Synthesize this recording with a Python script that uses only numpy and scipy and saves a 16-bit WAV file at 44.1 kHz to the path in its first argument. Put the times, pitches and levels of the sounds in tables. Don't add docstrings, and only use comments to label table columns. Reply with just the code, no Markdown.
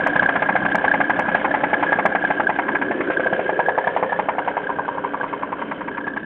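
import sys
import numpy as np
from scipy import signal
from scipy.fft import rfft, irfft, next_fast_len
from scipy.io import wavfile
from scipy.ndimage import uniform_filter1d, map_coordinates

SR = 44100
rng = np.random.default_rng(int(sys.argv[2]) if len(sys.argv) > 2 else 0)


def to_linear_factor(level_db):
    exponent = np.asarray(level_db, float) / 20
    return 10 ** exponent


def dump(signal):
    limited = np.clip(np.atleast_2d(signal).T, -1, 1)
    pcm = np.round(limited * 32767).astype(np.int16)
    wavfile.write(sys.argv[1], SR, pcm)


N = 275625
TURN = .0317

# (time [s], favoured pitch [Hz], its width [Hz], treble [dB], firing level [dB])
PLACE = [(0, 773, 118.6, -6.5, -12.5), (1.3, 804, 120.6, -8, -9.5), (2.1, 757, 121, -10, -9),
         (2.5, 803, 122, -13, -8), (2.75, 910, 249, -2, -16), (3, 610, 121, -6, -15),
         (3.3, 600, 181, -15.5, -13), (3.6, 770, 280, -19.5, -6.5), (4, 783, 283, -18.5, -9),
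         (4.4, 863, 299, -10, -10.5), (4.8, 937, 200, -26, -12.5), (5.1, 1040, 200, -19, -13.5),
         (5.6, 1050, 228, -10.5, -16.5), (6.25, 980, 220, -4.5, -22.5)]
# (time [s], loss with distance [dB], cover over case [dB])
WALK = [(0, -0.2, 0.2), (1.1, -1.5, 0), (1.35, 0, 1.5), (1.9, -2, 3.5), (2.4, -3.5, 2), (2.8, -4.5, -2),
        (3.1, -2, 2.5), (3.45, -4.5, 7.5), (3.65, -5.5, 8.5), (4, -3.5, 6.5), (4.4, -5.5, 4),
        (5.2, -6.5, 2.5), (5.6, -7.5, 0), (5.85, -9.5, -2), (6.25, -12.5, -4.5)]
# (time [s], usual ping [dB], pitch [Hz])
SHIELD_VIEW = [(0, -12, 1636), (1.3, -11, 1644), (1.5, -20.5, 1653), (1.9, -10, 1660), (2.5, -16, 1605),
               (2.88, -15.5, 1654), (3, -24, 1744), (3.07, -12, 1592), (3.4, -13.5, 1625),
               (3.9, -16.5, 1690), (4.02, -31.5, 1760), (4.11, -14, 1738), (4.25, -27.5, 1605),
               (4.45, -21.5, 1618), (4.8, -22, 1581), (5.83, -32.5, 1602), (5.9, -21.5, 1650),
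               (6.25, -16, 1661)]
# (time [s], level [dB])
OUTLET_BASS = [(0, 3.2), (1.4, 0.5), (2.1, -4), (3.6, -8), (4.2, -7), (6.25, -4.5)]


def unit(x):
    return x / np.sqrt(np.mean(x ** 2) + 1e-20)


def along(points, hz):
    f, v = np.transpose(points)
    return np.interp(np.log(hz + 1), np.log(f + 1), v)


def curves(rows, s):
    t, *cols = np.transpose(rows)
    return [np.interp(s, t, c) for c in cols]


def filtered(x, response):
    m = next_fast_len(N + SR // 2)
    return irfft(rfft(x, m) * response(np.fft.rfftfreq(m, 1 / SR)), m)[..., :N]


def resonances(modes):
    def response(f):
        total = 0
        for k, (centre, width, db) in enumerate(modes):
            total = total + (-1) ** k * to_linear_factor(db) * 1j * f * width / (centre ** 2 - f * f + 1j * f * width)
        return total
    return response


def spectrum(points):
    return lambda f: to_linear_factor(along(points, f))


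def lowpass(hz):
    return lambda f: 1 / (1 + (f / hz) ** 2)


def placed(starts, shapes):
    at = np.round(starts * SR).astype(int)[:, None] + np.arange(shapes.shape[1])
    return np.bincount(np.clip(at, 0, N).ravel(), shapes.ravel(), N + 1)[:N]


def firings():
    # (time [s], crank turns between firings from here on [turns])
    rhythm = [(.064, 3), (.156, 2), (.554, 3), (.938, 2), (1.003, 3), (1.283, 2), (1.349, 3), (1.922, 2),
              (2.053, 3), (2.15, 3), (2.239, 2), (2.303, 3), (2.682, 2), (2.814, 3), (3.196, 2), (3.393, 3),
              (3.592, 3), (3.964, 2), (4.027, 3), (4.122, 2), (4.19, 3), (4.383, 3), (4.569, 4), (4.693, 3),
              (4.974, 2), (5.04, 3), (5.808, 2), (5.876, 3), (6.163, 3)]
    # (time [s], loss [dB])
    weak = [(.156, 1.5), (.22, 1), (1.283, 4.5), (2.239, 6.5), (2.398, 1), (2.682, 2), (3.493, 2),
            (4.122, 2.5), (4.974, 3.5), (5.808, 2), (5.876, 1.5)]
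    s, wait = np.transpose(rhythm)
    spans = np.round(np.diff(s) / TURN / wait[:-1]) * wait[:-1]
    marks = np.r_[3, 3 + np.cumsum(spans)]
    runs = [np.arange(a, b, w) for a, b, w in zip(marks, marks[1:], wait)]
    turn = np.concatenate(runs + [marks[-1:]])
    when = np.interp(turn, marks, s)
    db = curves(PLACE, when)[3] + 0.23 * rng.standard_normal(len(when))
    poor, loss_db = np.transpose(weak)
    db[np.abs(when[:, None] - poor).argmin(axis=0)] -= loss_db
    return when, turn, db


def crank(when, turn):
    times = np.r_[when[0] - 3 * TURN, when, when[-1] + 4 * TURN]
    return np.interp(np.arange(N) / SR, times, np.r_[0, turn, turn[-1] + 4])


def turn_starts(angle):
    return np.flatnonzero(np.diff(np.floor(angle)))


def stroke_sizes(angle):
    return to_linear_factor(1.5 * rng.standard_normal(500))[(2 * angle).astype(int)]


def strokes(angle, floor):
    phase = 2 * angle % 1
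    knock = np.exp(-4 * phase) * 1.6 * (1 - np.exp(-9 * phase))
    return stroke_sizes(angle) * (floor + knock)


def shaken(gate, response):
    return unit(filtered(gate * rng.standard_normal(N), response))


def engine_case(angle, loss_db, lean_db):
    # (pitch [Hz], width [Hz], level [dB])
    case_modes = [(215, 28, -4), (281, 32, 0), (320, 36, -3)]
    shaking = unit(strokes(angle, 0.94) * rng.standard_normal(N))
    blows = unit(stroke_sizes(angle) * np.diff(np.floor(angle), prepend=0))
    ringing = filtered(shaking + 0.67 * blows, lambda f: resonances(case_modes)(f) ** 2)
    return to_linear_factor(-31 + 0.64 * loss_db - lean_db) * unit(ringing)


def covers(angle, loss_db, lean_db):
    # (pitch [Hz], width [Hz], level [dB])
    cover_modes = [(405, 25, -7), (520, 24, 0), (580, 50, -9)]
    return to_linear_factor(-34.5 + .45 * loss_db + lean_db) * shaken(strokes(angle, 0.37), resonances(cover_modes))


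def whirr(angle, loss_db):
    # (pitch [Hz], level [dB per Hz])
    whirr_colour = [(360, -38.5), (620, 5), (869, -10.5), (950, 0.5), (1230, -7), (1380, -1), (1610, -1),
                    (1850, -7.5), (2000, -25), (2600, -42.5), (4400, -120)]
    return to_linear_factor(-29.5 + loss_db) * shaken(strokes(angle, 0.77), spectrum(whirr_colour))


def fine_rattle(angle, loss_db):
    # (pitch [Hz], level [dB per Hz])
    hiss_colour = [(1120, -27.5), (1900, -1.5), (2170, 2), (2680, -11), (3070, -8), (3990, -28.5),
                   (4240, -37.5), (5510, -67.5), (9330, -120)]
    # (pitch [Hz], width [Hz], level [dB])
    fin_modes = [(3086, 160, -4), (2550, 120, -4.5)]
    flutter_db = 2.5 * map_coordinates(rng.standard_normal(300), [angle], order=1)
    hiss = to_linear_factor(flutter_db - 37.5 + 1.57 * loss_db) * shaken(strokes(angle, 1.0), spectrum(hiss_colour))
    fins = to_linear_factor(flutter_db - 49.5 + .5 * loss_db) * shaken(strokes(angle, 0.58), resonances(fin_modes))
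    return hiss + fins


def rumble(angle, now):
    # (pitch [Hz], level [dB per Hz])
    rumble_colour = [(18, -55.5), (30, -12), (97, -14), (150, -7), (180, -1.5), (230, -15.5), (400, -120)]
    level_db = -40 + .8 * curves(OUTLET_BASS, now)[0]
    return to_linear_factor(level_db) * shaken(strokes(angle, 0.23), spectrum(rumble_colour))


def hollow(angle, now):
    # (time [s], resonance [Hz], level [dB])
    hollow_path = [(0, 330, -41), (2.2, 335, -36.5), (2.5, 340, -31.5), (3, 345, -29), (3.3, 350, -33),
                   (3.55, 385, -31), (3.8, 460, -37), (4.3, 430, -40), (6.25, 400, -41)]
    hz, db = curves(hollow_path, now)
    breadth = shaken(strokes(angle, 1.0), lowpass(60))
    return to_linear_factor(db + 4.5) * breadth * np.sin(2 * np.pi * np.cumsum(hz) / SR)


def chatter(angle, now):
    ping_db, hz = curves(SHIELD_VIEW, now)
    tremor = shaken(strokes(angle, 0.083), lowpass(50))
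    return to_linear_factor(ping_db - 15) * tremor * np.sin(2 * np.pi * np.cumsum(hz) / SR)


def moving_parts(angle):
    now = np.arange(N) / SR
    loss_db, lean_db = curves(WALK, now)
    body = engine_case(angle, loss_db, lean_db) + covers(angle, loss_db, lean_db)
    light = whirr(angle, loss_db) + fine_rattle(angle, loss_db)
    return body + light + rumble(angle, now) + hollow(angle, now) + chatter(angle, now)


def pipe(starts, peak_db, tilt_db, scatter_db, blur):
    # (pitch [Hz], level [dB], time to die by 60 dB before damping
    # [s])
    pipe_modes = [(209, -4, .07), (300, -5, .07), (400, -7, .07), (520, -3, .07), (650, -2, .06),
                  (725, -2, .065), (785, -5, .06), (840, 0, .07), (940, 0, .07), (1030, -2, .065),
                  (1135, -2, .065), (1250, -9, .05), (1345, -1, .06), (1480, -5, .05), (1700, -4, .05),
                  (1870, -8, .05), (2065, -8, .05), (2180, 1, .065), (2300, -8, .045), (2520, -12, .04),
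                  (2800, -14, .04), (3100, -15, .04)]
    # (time [s], lag of upper waves [s per kHz], share heard straight from the mouth [ratio])
    sound_paths = [(0, .016, .7), (3, .016, .6), (3.5, .016, .7), (4.1, .014, .8), (4.5, .014, 1),
                   (4.9, .016, .9), (5.05, .018, .6), (6.25, .018, .6)]
    damping = 1.45
    shielded_hz = 1800
    muffled_hz = 2830
    hz, db, t60 = np.transpose(pipe_modes)
    centre, width, treble_db = (c[:, None] for c in curves(PLACE, starts)[:3])
    lag, prompt = (c[:, None] for c in curves(sound_paths, starts))

    floor = to_linear_factor(np.where(hz > centre, treble_db, -9))
    favour = np.maximum(1 / (1 + ((hz - centre) / width) ** 4), floor)
    scatter = scatter_db * rng.standard_normal(favour.shape)
    gain = favour * to_linear_factor(db + tilt_db * np.log2(hz / 800) + scatter)
    phase = blur * rng.standard_normal(favour.shape)[..., None]

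    late = lag * np.clip(hz / 1000 - .62, 0, .65)
    late = np.round(late * hz) / hz
    f = np.arange(480) * SR / 4096
    push = hz[:, None] * np.cos(phase) + 1j * f * np.sin(phase)
    ring = push / (hz[:, None] ** 2 - f * f + 2.2j * damping * f / t60[:, None])
    straight = (prompt / (1 + (hz / shielded_hz) ** 2))[..., None]
    paths = straight + np.exp(-2j * np.pi * f * late[..., None])

    mouth = 1j * f * 700 / (centre ** 2 - f * f + 1j * f * 700)
    mouth = mouth * 1j * f / (70 + 1j * f)
    packing = 1 - (f / muffled_hz) ** 2 + 1.3j * f / muffled_hz
    rung = (gain[..., None] * ring * paths).sum(axis=1)
    blows = irfft(rung / (1 + 1j * f / 1500) / packing * mouth, 4096)
    strength = blows[:, :SR // 60].std(axis=1, keepdims=True) * 2.5
    return placed(starts, to_linear_factor(peak_db)[:, None] * blows / strength)


def puffs(angle, shake_db):
    turns = turn_starts(angle) / SR
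    luck_db = 2.8 * rng.standard_normal(len(turns))
    puff_db = curves(WALK, turns)[0] - 21 + 0.45 * shake_db + luck_db
    return pipe(turns, puff_db, tilt_db=-9.0, scatter_db=4.5, blur=0.95)


def rasp(s, db):
    # (pitch [Hz], level [dB per Hz])
    rasp_colour = [(300, -32.5), (600, 2.5), (1300, 4), (2200, 1), (3200, -18.5), (4300, -40.5),
                   (6000, -120)]
    t = np.arange(SR // 20) / SR
    burst = t / 0.0024 * np.exp(1 - t / 0.0052)
    jet = placed(s, to_linear_factor(db + 0.82 * curves(PLACE, s)[2])[:, None] * burst)
    return to_linear_factor(-8.5) * jet * shaken(1, spectrum(rasp_colour))


def thump(s):
    t = np.arange(SR // 10) / SR
    luck = rng.standard_normal((len(s), 2))
    db = -20.5 + curves(OUTLET_BASS, s)[0] + 2.5 * luck[:, 0]
    hz = 190 * (1 + .12 * luck[:, 1:])
    fade = to_linear_factor(db[:, None] - 60 * t / .055)
    return placed(s, fade * (1 - np.exp(-t / 0.0053)) * np.sin(2 * np.pi * hz * t))


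def exhaust(angle, s, db, shake_db):
    cracks = pipe(s - .0003, db + .5, tilt_db=0, scatter_db=2.5, blur=.3)
    return cracks + rasp(s, db) + thump(s) + puffs(angle, shake_db)


def contacts(angle, fired):
    after_firing_db = [
        1.5,
        -4,
        -2,
        -4,
    ]
    # (time [s], peak [dB])
    clang = [(0.0628, -8.5), (.162, -5.5), (0.195, -1.5), (0.2601, -3.5), (0.2908, -8), (0.4234, -6),
             (0.5624, -6.5), (0.6278, -13), (0.6619, -6), (0.7836, -11), (0.8804, -3), (0.915, -2.5),
             (1.012, -8), (1.3456, -8), (1.513, -9), (1.7412, -5), (2.0602, -7), (2.2493, -5.5),
             (2.4693, -4.5), (2.823, -11.5), (3.27, -7), (3.3327, -9.5), (3.6012, -11), (3.6915, -9.5),
             (3.8743, -9), (4.567, -16), (4.6696, -13.5), (5.211, -11.5), (6.0792, -13), (6.1734, -14.5)]
    at = turn_starts(angle)
    turn = np.round(angle[at])
    last_fired = fired[np.maximum(np.searchsorted(fired, turn, "right") - 1, 0)]
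    since = (turn - last_fired).astype(int) % len(after_firing_db)
    luck = rng.standard_normal((len(at), 2))
    s = at / SR + .0065 + 0.00072 * luck[:, 0]
    db = curves(SHIELD_VIEW, s)[0] + np.array(after_firing_db)[since] + 3 * luck[:, 1]
    hard, hard_db = np.transpose(clang)
    nearest = np.abs(s[:, None] - hard).argmin(axis=0)
    s[nearest], db[nearest] = hard, hard_db
    return s, db


def shield(s, db):
    t = np.arange(SR // 16) / SR
    luck = rng.standard_normal((len(s), 3))
    hz = curves(SHIELD_VIEW, s)[1] * (1 + .01 * luck[:, 0])
    split = 46 * (1 + .1 * luck[:, 1])
    envelope = to_linear_factor(-60 * t / .035) * (1 - np.exp(-(t / .004) ** 2))
    beat = np.sin(2 * np.pi * split[:, None] * t) * envelope
    ring = beat * np.sin(2 * np.pi * hz[:, None] * t + 3 * luck[:, 2:])
    rough = unit(uniform_filter1d(rng.standard_normal(beat.shape), size=70))
    upper = np.sin(3.9 * np.pi * hz[:, None] * t + 2 * luck[:, 1:2])
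    ring += to_linear_factor(-26) * beat * rough * upper
    return placed(s - .0025, to_linear_factor(db + 8.5)[:, None] * ring)


def yard(x):
    # (pitch [Hz], time to die by 60 dB [s])
    echo_times = [(200, 0.96), (1000, 0.25), (4000, 0.013)]
    hz, t, z = signal.stft(rng.standard_normal(SR // 3), SR, nperseg=256)
    fade = to_linear_factor(-60 * t / along(echo_times, hz)[:, None])
    tail = signal.istft(z * fade, SR, nperseg=256)[1]
    return signal.fftconvolve(np.pad(x, (300, 0)), tail / np.linalg.norm(tail))[:N]


def scene():
    when, turn, db = firings()
    angle = crank(when, turn)
    knocks, knock_db = contacts(angle, turn)
    shake_db = knock_db - curves(SHIELD_VIEW, knocks)[0]
    hits = exhaust(angle, when, db, shake_db) + shield(knocks, knock_db)
    return (hits + to_linear_factor(-21.0) * yard(hits) + moving_parts(angle))[None]


def overload_ticks():
    # (time [s], peak [dB])
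    overload = [
        (0.0732, -31),
        (0.6624, -50),
        (0.7567, -27),
        (1.0989, -42),
        (1.1952, -31),
        (2.0612, -31),
    ]
    s, db = np.transpose(overload)
    ticks = placed(s, to_linear_factor(db + 11)[:, None] * signal.windows.gaussian(15, 1.35)[None])
    return filtered(ticks, lambda f: 1 / (1 + (3900 / (f + 1)) ** 10))


def phone_band(f):
    bass = ((1j * f / 40) / (1 + 1j * f / 40)) ** 2
    return bass / (1 + (f / 4050) ** 18) * (f < 4400)


def low_pass(x):
    return signal.sosfilt(signal.butter(12, 15850, fs=SR, output="sos"), x)


def record(dry):
    ceiling = .68
    held = dry / (1 + np.abs(dry / ceiling) ** 8) ** (1 / 8)
    fade_out = np.clip((N - np.arange(N)) / 130, 0, 1)
    mix = filtered(held, phone_band) * fade_out + overload_ticks()
    return low_pass(mix)


dry = scene()
out = record(dry)
dump(out)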